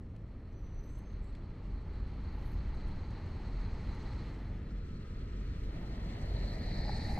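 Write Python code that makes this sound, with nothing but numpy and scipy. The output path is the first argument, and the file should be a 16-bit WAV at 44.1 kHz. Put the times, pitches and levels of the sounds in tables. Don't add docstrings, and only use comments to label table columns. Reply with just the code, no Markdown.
import sys
import numpy as np
from scipy import signal
from scipy.fft import rfft, irfft, next_fast_len
from scipy.io import wavfile
from scipy.ndimage import map_coordinates

SR = 44100
rng = np.random.default_rng(int(sys.argv[2]) if len(sys.argv) > 2 else 0)


def pcm_store(signal):
    levels = np.round(np.clip(np.atleast_2d(signal), -1, 1) * 32767)
    wavfile.write(sys.argv[1], SR, levels.astype(np.int16).T)


N = 317211

# (frequency [Hz], density [dB per Hz])
RUMBLE_SPECTRUM = [(8.8, -44), (15, 2.5), (43, -1), (90, -3), (120, -34.5)]
DRONE_SPECTRUM = [(35, -38.5), (60, -6), (70, -6), (103, -4.5), (150, -10), (204, -12.5), (262, -16.5),
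                  (450, -23), (650, -34), (840, -64)]
ROAR_SPECTRUM = [(450, -9), (700, -1.5), (1080, 4), (1250, 5), (1500, 0), (2400, -5.5), (3600, -17.5),
                 (5500, -33)]
# (frequency [Hz], density [dB per Hz])
SIZZLE_SPECTRUM = [(4300, -32), (4900, -1), (5400, 2.5), (5900, -2.5), (6400, -2), (7100, -9.5), (7700, -2),
                   (8800, -15.5)]
SPRAY_SPECTRUM = [(4880, -37), (8300, -8), (10600, 0), (11400, -5), (13200, -3.5), (15500, -4)]
# (frequency [Hz], density [dB per Hz])
DULL_HISS_SPECTRUM = [(7000, -30), (8600, -3.5), (9400, 2), (10300, -6), (12300, 0.5), (12800, -3),
                      (13100, -24), (15500, -26)]

# (frequency [Hz], width [Hz], gain [dB])
SIDEWALL_MODES = [(600, 340, 0)]
FLANK_MODES = [(920, 285, 0)]
CAVITY_MODES = [(200, 53, 0)]
CARCASS_MODES = [(884, 182, -5.5)]
TREAD_MODES = [(1848, 450, 8.9), (2190, 750, 1.2)]
SHOULDER_MODES = [(2760, 1960, 0)]
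GROOVE_MODES = [(4080, 560, 6.4), (4437, 530, 4.6)]
GROOVE_EDGE_MODES = [(4880, 360, 0)]
GUTTER_MODES = [(6340, 620, 0)]
# (time [s], pitch ratio [1])
CARCASS_PITCH = [(6.72, 0.96), (7.15, 0.92)]

# (time [s], level [dB])
RUMBLE_LEVEL = [(0.0, -54), (0.25, -54), (0.75, -44), (1.5, -44.5), (2.3, -41), (2.72, -36.5), (2.95, -44),
                (3.8, -40.5), (4.4, -45), (5.3, -43.5), (5.9, -43), (7.19, -37)]
SURGE_DB, SURGE_RATE_HZ = 0.56, 11
# (time [s], relative level [dB])
UNSEEN_LEVEL = [(0.0, -13.5), (0.4, -11.5), (0.9, -9), (1.6, -7), (2.4, -2.5), (3.5, -1), (4.15, 0.5),
                (4.4, -2.5), (4.65, -5.5), (7.19, -3)]
HUM_MEAN_HZ, HUM_DB, HUM_SHARE = 42.74, -43, 0.62
PASS_S, SPEED_M_S, KERB_M = 7.337, 8.52, 5.78
LAYER_SETTINGS = {"drone": (-45.5, 1.05, -39, 0.51, 0.1, -1.15), "roar": (-60.5, 0.93, -63, 1, 2, -1),
                  "sidewall": (-66, 0.5, -52, 1.7, 0.59, -11.5), "carcass": (-62, 1.54, -53, 6, 0.15, -13),
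                  "tread": (-67, 1.2, -51, 1.5, -0.15, -3),
                  "shoulder": (-71.5, 1.1, -63.5, 1.5, 1.16, -0.5),
                  "groove": (-68.5, 1.38, -53.5, 3, 0.45, 0.5), "sizzle": (-80.5, 2, -67, 1.24, 0.32, 2),
                  "groove edge": (-82, 2.5, -62.5, 9.5, 0.38, -5), "mist": (-99, 2, -88, 0.65, 1, 3),
                  "spray": (-112, 3, -76.5, 1.5, 0.57, -5), "flank": (-73.5, 0.5, -60, 2.2, 1.0, -4.5),
                  "cavity": (-65.5, 0.5, -50, 1.1, 0.26, 2), "gutter": (-83.5, 2.5, -86, 1, 1, -7)}
LULL_TIMES = [4.55, 4.95, 5.64, 5.74]

# (time [s], snap peak [dB], snap pitch [Hz], body over snap [dB], decay time [ms])
DROPS = [(0.163, -70, 9000, 9, 3.8), (0.7447, -73, 9500, -6, 1.5), (0.838, -69, 8500, 6, 6),
         (0.977, -75, 10000, -6, 2), (0.9864, -62, 11000, -13, 4.6), (1.1233, -71, 10500, -3.5, 3),
         (1.2431, -68, 8500, -3, 2), (1.328, -70, 9000, 10, .6), (1.35, -75.5, 8500, 23.5, 5.7),
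         (1.936, -73, 7700, -3, 3), (2.0752, -72, 8700, -3, 3.4), (2.7472, -68.5, 9000, -1, 3),
         (2.8815, -63, 9500, -11, 5.1), (3.1058, -65.5, 7700, 7, 3), (3.2625, -68, 7000, 0, 2),
         (3.9464, -69, 9000, 6, 6), (6.2162, -51, 6900, -6, 5)]
# (time [s], level [dB])
SQUEAL_LEVELS = [(0.51, -96), (0.54, -80.5), (0.745, -81), (0.78, -70), (0.82, -77), (0.87, -79),
                 (1.04, -78), (1.13, -84), (1.23, -98)]
# (time [s], level [dB])
OVERTONE_LEVELS = [(0.55, -21), (0.63, -10), (0.72, -31), (0.85, -10.5), (0.98, -16), (1.08, -32)]
SQUEAL_HZ, CLIMB_FROM_S, CLIMB_HZ_PER_S, SQUEAL_TOP_HZ = 6020, 0.81, 1200, 6300
# (start [s], end [s], low edge [Hz], high edge [Hz], level [dB])
SHORT_HISSES = [(0.858, 1.05, 7340, 8700, -82), (1.22, 1.318, 7290, 8300, -81),
                (2.293, 2.592, 10800, 12700, -85), (2.452, 2.56, 10500, 15500, -83),
                (5.63, 5.655, 11500, 12100, -73), (6.92, 6.99, 6500, 11000, -66),
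                (6.897, 7.45, 6000, 15500, -59)]
# (time [s], carcass force [dB], tread force [dB])
WHEEL_DROPS = [(6.853, -40.5, -58), (6.88, -36, -44.5), (6.893, -29, -42), (7.048, -41.5, -40.5),
               (7.176, -30, -50)]
THUD_PITCHES = [815, 1836]
THUD_T60_S = 0.043

# (time [s], lag [ms])
PORT_LAG = [(4.3, 0.055), (6.2, 0.092), (7.19, 0.024)]
# (frequency [Hz], level [dB])
SCATTER_SPECTRUM = [(100, -59), (500, -21), (800, -3.5), (1050, -2), (1350, -5.5), (2600, -1.5), (3400, -2),
                    (4300, -5), (5700, -2), (7000, 4.5), (15000, 11)]
# (frequency [Hz], level [dB])
LEFT_OVER_RIGHT = [(400, 0), (800, 1.5), (1300, 0), (3000, 2), (4300, -1), (5600, 2), (6500, -1), (8000, 3),
                   (15000, 2.5)]
OPENING_TIMES = [4.32, 4.82]
FLIP_BAND = [805, 1183]
FLIP_EDGE_HZ, BASS_LAG_MS = 50, 0.069
FOLD_HZ, FOLD_DB = 2580, -9.5
FLOOR_DB, CUTOFF_HZ = -110, 15700


def amp(db):
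    return 10 ** (np.asarray(db) / 20)


def rms_one(x):
    return x / np.sqrt(np.mean(x ** 2) + 1e-20)


def in_time(rows):
    s, *columns = np.transpose(rows)
    return [np.interp(np.arange(N) / SR, s, column) for column in columns]


def colour(x, points, beyond_db=None):
    size = next_fast_len(N)
    hz, level_db = np.transpose(points)
    bins_hz = np.arange(size // 2 + 1) * SR / size
    gain_db = np.interp(np.log(bins_hz + 1), np.log(hz), level_db, beyond_db, beyond_db)
    return irfft(rfft(x, size) * amp(gain_db), size)[..., :N]


def drift(rate_hz):
    r = np.exp(-80 * np.pi * rate_hz / SR)
    noise = rng.standard_normal(N // 40 + 2002)
    slow = signal.lfilter([1], [1, -2 * r, r * r], noise)[2000:]
    return np.interp(np.arange(N) / 40, np.arange(len(slow)), rms_one(slow))


def resonate(x, hz, width_hz):
    r = np.exp(-np.pi * width_hz / SR)
    zeros = np.array([1, 0, -1]) * (1 - r * r) / 2
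    return signal.lfilter(zeros, [1, -2 * r * np.cos(2 * np.pi * hz / SR), r * r], x)


def coloured_noise(spectrum):
    return rms_one(colour(rng.standard_normal((3, N)), spectrum, -95.0))


def layer_gain(layer):
    far_db, steepness, near_db, approach, lead_s, lull_db = LAYER_SETTINGS[layer]
    t = np.arange(N) / SR
    along_m = SPEED_M_S * (PASS_S - lead_s - t)
    nearness_db = -10 * np.log10(1 + (along_m / KERB_M) ** 2)
    unseen = amp(far_db + steepness * in_time(UNSEEN_LEVEL)[0])
    car = amp(near_db + approach * nearness_db)
    return np.hypot(unseen, car) * amp(lull_db * np.interp(t, LULL_TIMES, [0, 1, 1, 0]))


def traffic():
    hum_db = HUM_DB + HUM_SHARE * in_time(UNSEEN_LEVEL)[0] + 4.25 * drift(4.3)
    hum_hz = HUM_MEAN_HZ * (1 + 0.089 * drift(2.51))
    hum = np.sqrt(2) * amp(hum_db) * np.sin(2 * np.pi * np.cumsum(hum_hz) / SR)
    rumble_db = in_time(RUMBLE_LEVEL)[0] + SURGE_DB * drift(SURGE_RATE_HZ)
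    return amp(rumble_db) * coloured_noise(RUMBLE_SPECTRUM) + hum * [[1], [0], [0]]


def slaps(per_s, spread_db):
    force_db = spread_db * np.minimum(rng.exponential(1, (3, N)), 4)
    force = amp(force_db) * rng.choice([-1, 1], (3, N))
    return force * (rng.random((3, N)) < per_s / SR)


def tyre_ring(modes, per_s):
    blows = slaps(per_s, spread_db=4.0)
    ring = 0
    for k, (hz, width_hz, db) in enumerate(modes):
        ring = ring + amp(db) * (-1) ** k * resonate(resonate(blows, hz, width_hz), hz, width_hz)
    return rms_one(ring)


def carcass_ring():
    ring = tyre_ring(CARCASS_MODES, 3000.)
    position = np.cumsum(in_time(CARCASS_PITCH)[0].clip(0, 1))
    return np.array([np.interp(position, np.arange(N), row) for row in ring])


def broad_roll(jolt):
    roll = layer_gain("drone") * coloured_noise(DRONE_SPECTRUM)
    roll = roll + layer_gain("roar") * amp(0.36 * jolt) * coloured_noise(ROAR_SPECTRUM)
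    roll = roll + layer_gain("sidewall") * amp(0.29 * jolt) * tyre_ring(SIDEWALL_MODES, 2500.)
    roll = roll + layer_gain("flank") * tyre_ring(FLANK_MODES, 4000.)
    return roll + layer_gain("cavity") * tyre_ring(CAVITY_MODES, 1000.)


def tread_rings(jolt):
    rings = layer_gain("carcass") * amp(0.5 * jolt + 2.0 * drift(22)) * carcass_ring()
    rings = rings + layer_gain("tread") * amp(0.2 * jolt + 1.2 * drift(20)) * tyre_ring(TREAD_MODES, 5000.)
    rings = rings + layer_gain("shoulder") * amp(1.54 * drift(17)) * tyre_ring(SHOULDER_MODES, 9000.)
    rings = rings + layer_gain("groove") * amp(0.95 * jolt + 1.3 * drift(7.1)) * tyre_ring(GROOVE_MODES, 12000.)
    return rings + layer_gain("groove edge") * amp(1.0 * drift(14)) * tyre_ring(GROOVE_EDGE_MODES, 9000.)


def tyre_water():
    water = layer_gain("sizzle") * amp(1.74 * drift(28)) * coloured_noise(SIZZLE_SPECTRUM)
    water = water + layer_gain("spray") * amp(1.0 * drift(25)) * coloured_noise(SPRAY_SPECTRUM)
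    water = water + layer_gain("gutter") * amp(1.9 * drift(12)) * tyre_ring(GUTTER_MODES, 12000.)
    dull_hiss_gain = layer_gain("mist")
    return water + dull_hiss_gain * amp(1.6 * drift(16)) * coloured_noise(DULL_HISS_SPECTRUM)


def tyres():
    jolt = drift(21)
    return broad_roll(jolt), tread_rings(jolt) + tyre_water()


def ticks():
    out, t = np.zeros(N), np.arange(900) / SR
    noises = rng.standard_normal((len(DROPS), 2, len(t)))
    for (s, db, hz, body_db, decay_ms), noise in zip(DROPS, noises):
        shape = np.minimum(t / 0.00045, 1) * np.exp(-1000 * t / max(decay_ms, 0.2))
        snap = resonate(resonate(noise[0] * shape, hz, 5000.), hz, 5000.)
        body = resonate(resonate(noise[1] * shape, 2300., 3000.), 2300., 3000.)
        drop = snap / np.abs(snap).max() + amp(body_db) * body / np.abs(body).max()
        out[round(s * SR):][:len(t)] += amp(db) * drop
    return signal.sosfilt(signal.butter(6, 12800, fs=SR, output="sos"), out)


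def squeal():
    t = np.arange(N) / SR
    climb_hz = SQUEAL_HZ + CLIMB_HZ_PER_S * (t - CLIMB_FROM_S)
    hz = np.clip(climb_hz, SQUEAL_HZ, SQUEAL_TOP_HZ) + 15.0 * drift(60)
    phase = 2 * np.pi * np.cumsum(hz) / SR
    flutter = np.abs(1 + 0.47 * drift(60))
    overtone = amp(in_time(OVERTONE_LEVELS)[0] + 3.0 * drift(40)) * np.sin(2 * phase)
    sounding = (t > SQUEAL_LEVELS[0][0]) & (t < SQUEAL_LEVELS[-1][0])
    level = sounding * np.sqrt(2) * amp(in_time(SQUEAL_LEVELS)[0])
    return level * (flutter * np.sin(phase) + overtone)


def hisses():
    out, noise = np.zeros(N), rng.standard_normal((4, N))
    flicker = [drift(25) for _ in noise]
    for start_s, end_s, low_hz, high_hz, db in SHORT_HISSES:
        a, full_end = round(start_s * SR), round(end_s * SR)
        b = min(full_end, N)
        edges = np.linspace(low_hz, high_hz, len(noise) + 1)
        band = 0
        for k, f in enumerate(flicker):
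            bandpass = signal.butter(1, edges[k:k + 2], "band", fs=SR, output="sos")
            band = band + amp(4.1 * f[a:b]) * signal.sosfilt(bandpass, noise[k, a:b])
        swell = np.hanning(full_end - a)[:b - a] ** 0.27
        out[a:b] += amp(db) * rms_one(band) * swell
    return out


def thuds():
    out, r = np.zeros(N), amp(-60 / (THUD_T60_S * SR))
    at = [round(row[0] * SR) for row in WHEEL_DROPS]
    for column, hz in enumerate(THUD_PITCHES, 1):
        blows, w = np.full(N, 1e-18), 2 * np.pi * hz / SR
        blows[at] = amp([row[column] for row in WHEEL_DROPS])
        softened = resonate(blows, hz, 1000.0)
        out += signal.lfilter([0, np.sin(w)], [1, -2 * r * np.cos(w), r * r], softened)
    return out


def twist(x):
    size = next_fast_len(N)
    hz = np.arange(size // 2 + 1) * SR / size
    low_edge = np.tanh((hz - FLIP_BAND[0]) / FLIP_EDGE_HZ)
    inside = low_edge - np.tanh((hz - FLIP_BAND[1]) / FLIP_EDGE_HZ)
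    lag_s = BASS_LAG_MS / 1000 * (1 - low_edge) / 2
    turned = rfft(x, size) * np.exp(-.5j * np.pi * inside - 2j * np.pi * hz * lag_s)
    return irfft(turned, size)[:N]


def ports(broad, direct, scattered):
    arrival = np.arange(N) - in_time(PORT_LAG)[0] * SR / 1000
    far = map_coordinates(direct + twist(broad), [arrival], order=3, mode="nearest")
    own = colour(scattered, SCATTER_SPECTRUM)
    evened = [(hz, -10 * np.log10(1 + amp(db) ** 2)) for hz, db in SCATTER_SPECTRUM]
    left, right = colour(np.array([broad + direct, far]) + own, evened)
    opened = np.array([left, colour(right, [(hz, -db) for hz, db in LEFT_OVER_RIGHT])])
    highpass = signal.cheby2(10, 50, FOLD_HZ, "high", fs=SR, output="sos")
    treble = signal.sosfilt(highpass, scattered[0])
    folded = broad + direct + amp(FOLD_DB) * treble * [[1], [-1]]
    opening = np.interp(np.arange(N) / SR, OPENING_TIMES, [0, 1])
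    return (1 - opening) * folded + opening * opened


def scene():
    rumble = traffic()
    roll, rings = tyres()
    details = ticks() + squeal() + hisses() + thuds()
    return ports(rumble[0] + roll[0], rings[0] + details, rumble[1:] + roll[1:] + rings[1:])


def record(dry):
    wet = dry + amp(FLOOR_DB) * rng.standard_normal(dry.shape)
    return signal.sosfilt(signal.ellip(12, .3, 60, CUTOFF_HZ, fs=SR, output="sos"), wet)


dry = scene()
out = record(dry)
pcm_store(out)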